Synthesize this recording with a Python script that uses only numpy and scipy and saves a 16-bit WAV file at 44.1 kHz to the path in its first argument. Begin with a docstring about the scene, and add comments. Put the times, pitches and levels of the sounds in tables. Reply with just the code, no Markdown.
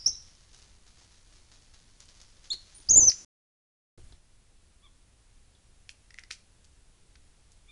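"""Two sharp chirps, a thin peep and a long wavering squeal sound over rustling dry leaves: coatis squabble over
fallen fruit and crack its rind. After a short silence a monkey tears at a husk, and two faint whistles sound.
The calls are tones from slightly unsteady vocal folds. Leaves, twigs and husk break in tiny bursts of noise.
Tree trunks scatter it all back, over a soft hiss and rumble."""
import sys
import numpy as np
from scipy import signal
from scipy.fft import rfft, irfft
from scipy.io import wavfile
from scipy.ndimage import uniform_filter1d

SR = 44100
rng = np.random.default_rng(int(sys.argv[2]) if len(sys.argv) > 2 else 0)


def transcribe(u):
    """Save the signal u as a 16-bit wav file named by the first command-line argument.

    u: samples, shape (n,) or (channels, n), limited to [-1, 1]; the rate is SR.
    q: integer samples, one column per channel.
    """
    v = np.clip(np.atleast_2d(u).T, -1, 1)
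    q = np.round(v * 32767).astype(np.int16)
    wavfile.write(sys.argv[1], SR, q)


N = 340011
TIME = np.arange(N) / SR
SILENCE_START_S, SILENCE_END_S = 3.248, 3.976
TREBLE_LIMIT_HZ = 11050

# Coati chirps: t/s, length/s, first f/Hz, top f/Hz, last f/Hz, peak level/dB, loudest point/share of
# length, start level/dB and end level/dB (both relative to the peak), forest tail level/dB
CHIRPS = [(0.0597, .039, 5304, 6320, 4950, -16.5, 0.18, -5, -12, -14.5),
          (0.12, 0.033, 3800, 4020, 3850, -57, 0.37, -5, 0, -13),
          (2.502, 0.044, 3450, 4396, 3850, -26, 0.4, -10, -10.5, -19),
          (2.746, .06, 9100, 9520, 9250, -53, .5, 0, -8, -10)]
# Paws pressing into the leaves: t/s, level/dB, brightness of the first snap/dB per octave
STEPS = [(0.5294, -47.5, 2), (0.5794, -47.5, 4), (0.619, -48, 0), (0.6794, -57, 0), (0.865, -48.5, -2),
         (0.9702, -50.5, -2), (1.0148, -49, -5), (1.108, -50.5, -3), (1.3236, -47.5, -3), (1.5155, -45, 1),
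         (1.62, -54, 3), (1.737, -48, -2), (2.0038, -45.5, 1), (2.0836, -47, 2), (2.1494, -49, 0),
         (2.2004, -46.5, 0), (2.442, -45, -1)]
# Tone colour of dry leaves: f/Hz, level/dB
LEAF_COLOUR = [(100, 0.5), (400, -8.5), (1500, -5), (2500, -5), (4500, 0.5), (6500, 0), (8000, -10),
               (11000, -15)]


def squeal(weak_hz=6562, width_hz=85.7, dip_db=-10.5):
    """A long coati call that thins each time it glides through one weak pitch."""
    # The squeal's four swells: t/s, f/Hz, level/dB
    swells = [(2.887, 4480, -30), (2.899, 6230, -18), (2.911, 6800, -14), (2.922, 6660, -17.5),
              (2.943, 6150, -18), (2.970, 7070, -12.5), (2.984, 7160, -11.5), (3.008, 6260, -19.5),
              (3.043, 6000, -17), (3.059, 6260, -25), (3.083, 6080, -12), (3.097, 5150, -19),
              (3.104, 3900, -35)]
    times, hz, _ = np.transpose(swells)
    closeness = np.exp(-((np.interp(TIME, times, hz) - weak_hz) / width_hz) ** 2)
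    return coati(swells) * amp(dip_db * closeness)


def chirps():
    """Short calls from coatis at different distances, each with its own amount of echo."""
    return sum(forest(coati(arch(*shape)), near_db=-10.5, far_db=tail_db, near_s=.13, far_s=.44)
               for *shape, tail_db in CHIRPS)


def lingering_chirp(level_db=-3, age_s=0.2, pitch_ratio=0.91):
    """The wood still rings with a slightly lower chirp from just before the start."""
    out = np.zeros(N)
    chirp = coati(arch(*CHIRPS[0][:-1]) * [1, pitch_ratio, 1])
    add(out, 0, forest(chirp, near_db=-10, far_db=-8)[round(age_s * SR):])
    return amp(level_db) * out


def coati(rows):
    """A coati's voice: a tone plus an overtone at twice the pitch, whose strength the mouth sets; near 7 kHz
    the overtone is almost as loud as the tone."""
    # How strongly the mouth passes the overtone: f/Hz, level/dB
    mouth = [(6000, -17), (7000, -1.5), (7900, -27), (9500, -43)]
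    out = np.zeros(N)
    start, pitch, phase, level = vocal_folds(rows, jitter=0.0045, shimmer_db=0.96, flutter_hz=300)
    overtone = amp(level_at(mouth, 2 * pitch)) * np.sin(2 * phase)
    add(out, start, level * (np.sin(phase) + overtone))
    return out


def vocal_folds(rows, jitter, shimmer_db, flutter_hz):
    """The folds vibrate unevenly: jitter shakes the pitch and shimmer shakes the loudness."""
    times, hz, db = np.transpose(rows)
    t = np.arange(times[0], times[-1], 1 / SR)
    pitch = uniform_filter1d(np.interp(t, times, hz), size=200)
    pitch *= 1 + jitter * wobble(len(t), flutter_hz)
    phase = 2 * np.pi * np.cumsum(pitch) / SR
    to_edge_s = np.minimum(t - times[0], times[-1] - t)
    fade = np.sin(np.pi / 2 * np.minimum(to_edge_s / .002, 1)) ** 2
    shaky_db = np.interp(t, times, db) + shimmer_db * wobble(len(t), flutter_hz)
    level = np.sqrt(2) * fade * uniform_filter1d(amp(shaky_db), size=80)
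    return times[0], pitch, phase, level


def arch(start, length, first_hz, top_hz, last_hz, db, loudest, start_db, end_db):
    """A short call whose pitch rises, then falls ever faster, as rows of t/s, f/Hz, level/dB."""
    top, drop = .53, .3  # shares of the call: where the pitch peaks, how long the level takes to drop
    progress = np.linspace(0, 1, 41)
    rise = first_hz + (top_hz - first_hz) * np.sin(np.pi / 2 * progress / top) ** 2
    fall = top_hz + (last_hz - top_hz) * abs((progress - top) / (1 - top)) ** 1.5
    level = db + np.interp(progress, [0, loudest, loudest + drop], [start_db, 0, end_db])
    return np.transpose([start + length * progress, np.where(progress < top, rise, fall), level])


def rasp(call, level_db=-17, loud_db=-14, lumps_db=3.5):
    """A low, lumpy rasp rides on the squeal and grows quickly with its strength."""
    # Tone colour of the rasp: f/Hz, level/dB
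    rasp_colour = [(20, -4.5), (70, 5), (150, -8), (300, -10), (700, -13), (1350, -35), (3600, -33.5),
                   (5000, -23), (8000, -55)]
    quick_level = np.sqrt(abs(uniform_filter1d(call ** 2, size=500)))
    slow_level = np.sqrt(abs(uniform_filter1d(call ** 2, size=3000)))
    noise = rng.standard_normal(N) * amp(lumps_db * wobble(N, 150))
    lumps = unit(colour(noise, rasp_colour))
    return amp(level_db) * quick_level * np.tanh(slow_level / amp(loud_db)) * lumps


def husk(level_db=1, ring_hz=2010, ring_width_hz=320, ring_db=10.3):
    """Rind tears in dry cracks, first under the coatis' teeth, later under the monkey's; each bite briefly
    rings the hollow fruit."""
    # Rind cracking, by the coatis near 3.1 s and by the monkey after the silence: t/s, level/dB, decay/s,
    # brightness/dB per octave
    cracks = [(3.101, -39, .02, 4.5), (3.118, -40.5, .04, 0.5), (5.8925, -37.5, 0.014, 1.5),
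              (5.898, -54.5, 0.085, 18), (6.304, -52, .05, 9), (6.3075, -36.5, 0.02, -3.5),
              (6.3115, -31.5, 0.016, 1.5), (6.319, -44.5, 0.14, 6.5), (7.155, -53.5, 0.027, -2)]
    # Teeth biting in: same columns
    bites = [(6.106, -51.5, 0.018, 1.5), (6.1425, -47, 0.0092, 6), (6.178, -59, .02, 4),
             (6.1865, -42.5, 0.0094, -1.5), (6.193, -48.5, 0.022, 3), (6.2365, -45, .012, 0)]
    # Tone colour of the husk: f/Hz, level/dB
    husk_colour = [(100, -24.5), (1000, -26), (1400, -9), (2100, -3.5), (2900, -7.5), (3600, -9),
                   (4700, -6.5), (5600, -6), (7000, -14), (11000, -28)]
    biting = breaks(bites, husk_colour, grain_db=9, snap=3)
    ring = amp(ring_db) * resonate(biting, ring_hz, ring_width_hz)
    tearing = breaks(cracks, husk_colour, grain_db=4, snap=4.7)
    return amp(level_db) * (tearing + biting + ring)


def forest_floor(step_snap_db=-8.5, step_snap_s=.028):
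    """Leaves and twigs snap under paws and snouts, once at each step; four soft low thumps also sound."""
    # Leaves and twigs snapping: t/s, level/dB, decay/s, brightness/dB per octave
    snaps = [(.076, -40.5, 0.05, 4.5), (.546, -50, 0.032, 5), (1.557, -58, 0.027, -3),
             (1.738, -56, 0.026, 0), (2.003, -43, 0.015, 4), (2.054, -53, .015, 12), (2.215, -48, .03, 2.5),
             (2.531, -36.5, 0.052, 2), (6.644, -58, .08, 4), (7.519, -58, 0.067, 8)]
    # Small twigs ticking: same columns
    ticks = [(4.123, -49.5, 0.038, -7), (5.549, -60, .03, -3.5)]
    # Soft low thumps, one under each loud chirp, one before the squeal, one as sound resumes: same columns
    thuds = [(.063, -45.5, 0.16, 7.5), (2.533, -51.5, .08, -0.5), (2.79, -55.5, 0.097, -2),
             (3.979, -48, 0.08, 3.5)]
    # Tone colour of twigs: f/Hz, level/dB
    twig_colour = [(300, -12), (2600, -28), (3400, 2), (4100, -1), (4900, -9), (7000, -19), (11000, -27)]
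    # Tone colour of the thumps: f/Hz, level/dB
    thump_colour = [(30, -3), (100, -1), (200, -9.5), (340, -5), (550, -18.5), (1500, -31.5), (6000, -49.5)]
    steps = [(start, db + step_snap_db, step_snap_s, tilt_db) for start, db, tilt_db in STEPS]
    leaves = breaks(snaps, LEAF_COLOUR, grain_db=4, snap=0.92) + breaks(steps, LEAF_COLOUR, grain_db=4.5)
    twigs = breaks(ticks, twig_colour, grain_db=0)
    thumps = breaks(thuds, thump_colour, grain_db=0)
    return leaves + twigs + thumps + shuffle()


def breaks(rows, body_colour, grain_db, snap=0):
    """Dying bursts of noise, as of tearing fibres; grain_db roughens them, snap adds a first click."""
    out, t = np.zeros(N), np.arange(SR // 5) / SR
    for start, db, decay_s, tilt_db in rows:
        fade = die_away(t, decay_s)
        noise = fade * rng.standard_normal(len(t)) * amp(grain_db * wobble(len(t), 900))
        burst = unit(noise) * np.sqrt(np.mean(fade ** 2))
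        burst[0] += snap
        add(out, start, amp(db) * colour(burst, body_colour, tilt_db))
    return out


def shuffle(clicks_per_s=1400, spread_db=3, rise_s=0.0046, decay_s=0.34, step_db=-12):
    """Tiny leaf crackles under the coatis' paws swell with each step and end at the silence."""
    # Steady stirring in the leaves: t/s, level/dB
    stirring = [(.3, -63.5), (.8, -70), (1.05, -67), (1.7, -69), (2.2, -67.5), (2.8, -61.5)]
    clicks = (rng.random(N) < clicks_per_s / SR) * rng.choice([-1, 1], N)
    sizes = amp(spread_db * np.minimum(rng.exponential(1, N), 4))
    t = np.arange(SR // 2) / SR
    press = np.minimum(t / rise_s, 1) * die_away(np.maximum(t - rise_s, 0), decay_s)
    power = amp(curve(stirring)) ** 2
    for start, db, _ in STEPS:
        add(power, start, (amp(db + step_db) * press) ** 2)
    return np.sqrt(power) * unit(colour(clicks * sizes, LEAF_COLOUR)) * (TIME < SILENCE_START_S)


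def whistles():
    """Faint arched calls made of three harmonics: tones at 1, 2 and 3 times the pitch."""
    # The whistles: columns as in CHIRPS, without the forest tail
    calls = [(4.818, 0.0584, 1090, 1184, 1008, -61, 0.62, -14, -6.5),
             (7.674, 0.042, 1090, 1214, 1100, -60, 0.58, -9, -1)]
    # Harmonics, one row a whistle: first level/dB, second level/dB, third level/dB
    harmonics = [(-5, -10, 1), (-17.5, -3, -3)]
    out = np.zeros(N)
    for call, levels_db in zip(calls, harmonics):
        start, _, phase, level = vocal_folds(arch(*call), jitter=0.0082, shimmer_db=4.5, flutter_hz=150)
        tone = sum(amp(db) * np.sin(k * phase) for k, db in enumerate(levels_db, 1))
        add(out, start, level * tone)
    return out


def trunks(call, lowest_hz=6750):
    """Two slim trunks throw back only the highest pitches of a call."""
    # One echo a trunk: delay/s, level/dB
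    echoes = [(.029, -17), (.058, -21)]
    out = np.zeros(N)
    treble = signal.lfilter(*signal.butter(6, lowest_hz, "high", fs=SR), call)
    for delay, db in echoes:
        add(out, delay, amp(db) * treble)
    return out


def forest(x, near_db, far_db, near_s=0.11, far_s=0.61):
    """Ground and near trunks echo for near_s; the wood beyond adds a denser tail lasting far_s."""
    t = np.arange(SR) / SR
    response = 1. * (t == 0)  # the direct sound
    for db, decay_s, gap, first_s in ((near_db, near_s, 70, .008), (far_db, far_s, 20, .02)):
        slots = np.arange(int(first_s * SR), SR - gap, gap)  # one echo in every gap samples
        echoes = np.zeros(SR)
        echoes[slots + rng.integers(0, gap, len(slots))] = rng.choice([-1, 1], len(slots))
        echoes *= die_away(t, decay_s)
        response += amp(db) * echoes / np.linalg.norm(echoes)
    return signal.oaconvolve(x, response)[:N]


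def air(hiss_db=-70.5):
    """Forest and microphone hiss over a low rumble on the microphone; both swell briefly."""
    # Tone colour of the hiss: f/Hz, level/dB
    hiss_colour = [(100, -4), (170, -0.5), (300, -4.5), (750, -10), (1300, -12), (2700, -12), (7000, -12.5),
                   (10700, -13), (11300, -28)]
    # Rise of the hiss above hiss_db: t/s, level/dB
    hiss_swell = [(0, 4), (2.8, 4), (3.25, 11), (3.97, 7.5), (4.12, 6.5), (4.2, 2), (6, 3.5), (7.71, 3.5)]
    # Tone colour of the rumble: f/Hz, level/dB
    rumble_colour = [(8, -1), (20, 3.5), (45, -1.5), (80, -5.5), (120, -13), (180, -25.5), (400, -53.5),
                     (2000, -95)]
    # Loudness of the rumble: t/s, level/dB
    rumble_levels = [(0, -56), (1, -59.5), (3.25, -59.5), (3.98, -50.5), (4.12, -50), (4.22, -60.5),
                     (7.71, -59.5)]
    hiss = amp(hiss_db + curve(hiss_swell)) * steady_noise(hiss_colour)
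    return hiss + amp(curve(rumble_levels)) * steady_noise(rumble_colour)


def amp(db):
    """Turns decibels into a factor to multiply by."""
    return 10 ** (np.asarray(db) / 20)


def unit(x):
    """Scales a sound to an average strength (rms) of 1."""
    return x / np.sqrt(np.mean(x ** 2) + 1e-20)


def die_away(t, decay_s):
    """A fade that falls by 60 dB in decay_s."""
    return np.exp(-np.log(1000) * t / decay_s)


def curve(rows):
    """Joins rows of t/s, level/dB by straight lines."""
    return np.interp(TIME, *np.transpose(rows))


def level_at(points, hz):
    """Reads the level at hz between rows of f/Hz, level/dB, with octaves evenly spaced."""
    f, db = np.transpose(points)
    return np.interp(np.log(hz + 1), np.log(f + 1), db)


def colour(x, points, tilt_db=0):
    """Gives a sound a tone colour, brightened by tilt_db for each octave above 1000 Hz."""
    hz = np.fft.rfftfreq(2048, 1 / SR)
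    octaves = np.log2(np.clip(hz, 1000, TREBLE_LIMIT_HZ) / 1000)
    gain = amp(level_at(points, hz) + tilt_db * octaves - 60 * (hz > TREBLE_LIMIT_HZ + 500))
    log_gain = np.log(np.r_[gain, gain[-2:0:-1]])
    ring = np.fft.ifft(np.exp(signal.hilbert(log_gain).conj())).real  # rings after a click, not before
    return signal.oaconvolve(x, ring / np.linalg.norm(ring))[:len(x)]


def resonate(x, hz, width_hz):
    """Rings at one pitch; a narrower width rings longer."""
    turn = np.exp(2j * np.pi * hz * TIME)
    feedback = np.exp(-np.pi * width_hz / SR)
    return 2 * (turn * signal.lfilter([1 - feedback], [1, -feedback], x / turn)).real


def wobble(n, hz):
    """A smooth random wiggle of strength 1 that swings up to about hz times a second."""
    spectrum = rfft(rng.standard_normal(n + SR))
    f = np.fft.rfftfreq(n + SR, 1 / SR)
    return unit(irfft(spectrum / (1 + (f / hz) ** 4)))[:n]


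def steady_noise(points):
    """Noise of strength 1 with the given tone colour."""
    gain = amp(level_at(points, np.fft.rfftfreq(N, 1 / SR)))
    return unit(irfft(rfft(rng.standard_normal(N)) * gain, N))


def add(mix, start_s, sound):
    """Mixes a sound in at the given time."""
    part = mix[max(round(start_s * SR), 0):][:len(sound)]
    part += sound[:len(part)]


def scene():
    """Calls, leaves and husk among the trees; the squeal is nearest and has the faintest echo tail."""
    call = squeal()
    voices = chirps() + lingering_chirp() + rasp(call)
    voices += forest(call, near_db=-11.5, far_db=-24.5, near_s=0.12, far_s=0.65) + trunks(call)
    distant = forest(whistles(), near_db=-10, far_db=-13, far_s=.4)
    ground = forest(forest_floor(), near_db=-11.5, far_db=-18, far_s=0.46)
    feeding = forest(husk(), near_db=-12, far_db=-18.5, near_s=0.1, far_s=0.44)
    return (voices + ground + feeding + distant + air())[None]


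def record(dry):
    """The microphone distorts slightly, so loud calls mix with their echoes into low tones."""
    distortion, bass_cut_hz = 0.61, 90
    bent = dry + distortion * signal.lfilter(*signal.butter(1, bass_cut_hz, "high", fs=SR), dry ** 2)
    sounding = (TIME < SILENCE_START_S) | (TIME > SILENCE_END_S)  # dead silence between the two scenes
    gate = uniform_filter1d(1. * sounding, size=40)
    treble_cut = signal.firwin(511, TREBLE_LIMIT_HZ, window=("kaiser", 9), fs=SR)
    return signal.oaconvolve(bent * gate, treble_cut[None], "same")


dry = scene()
out = record(dry)
transcribe(out)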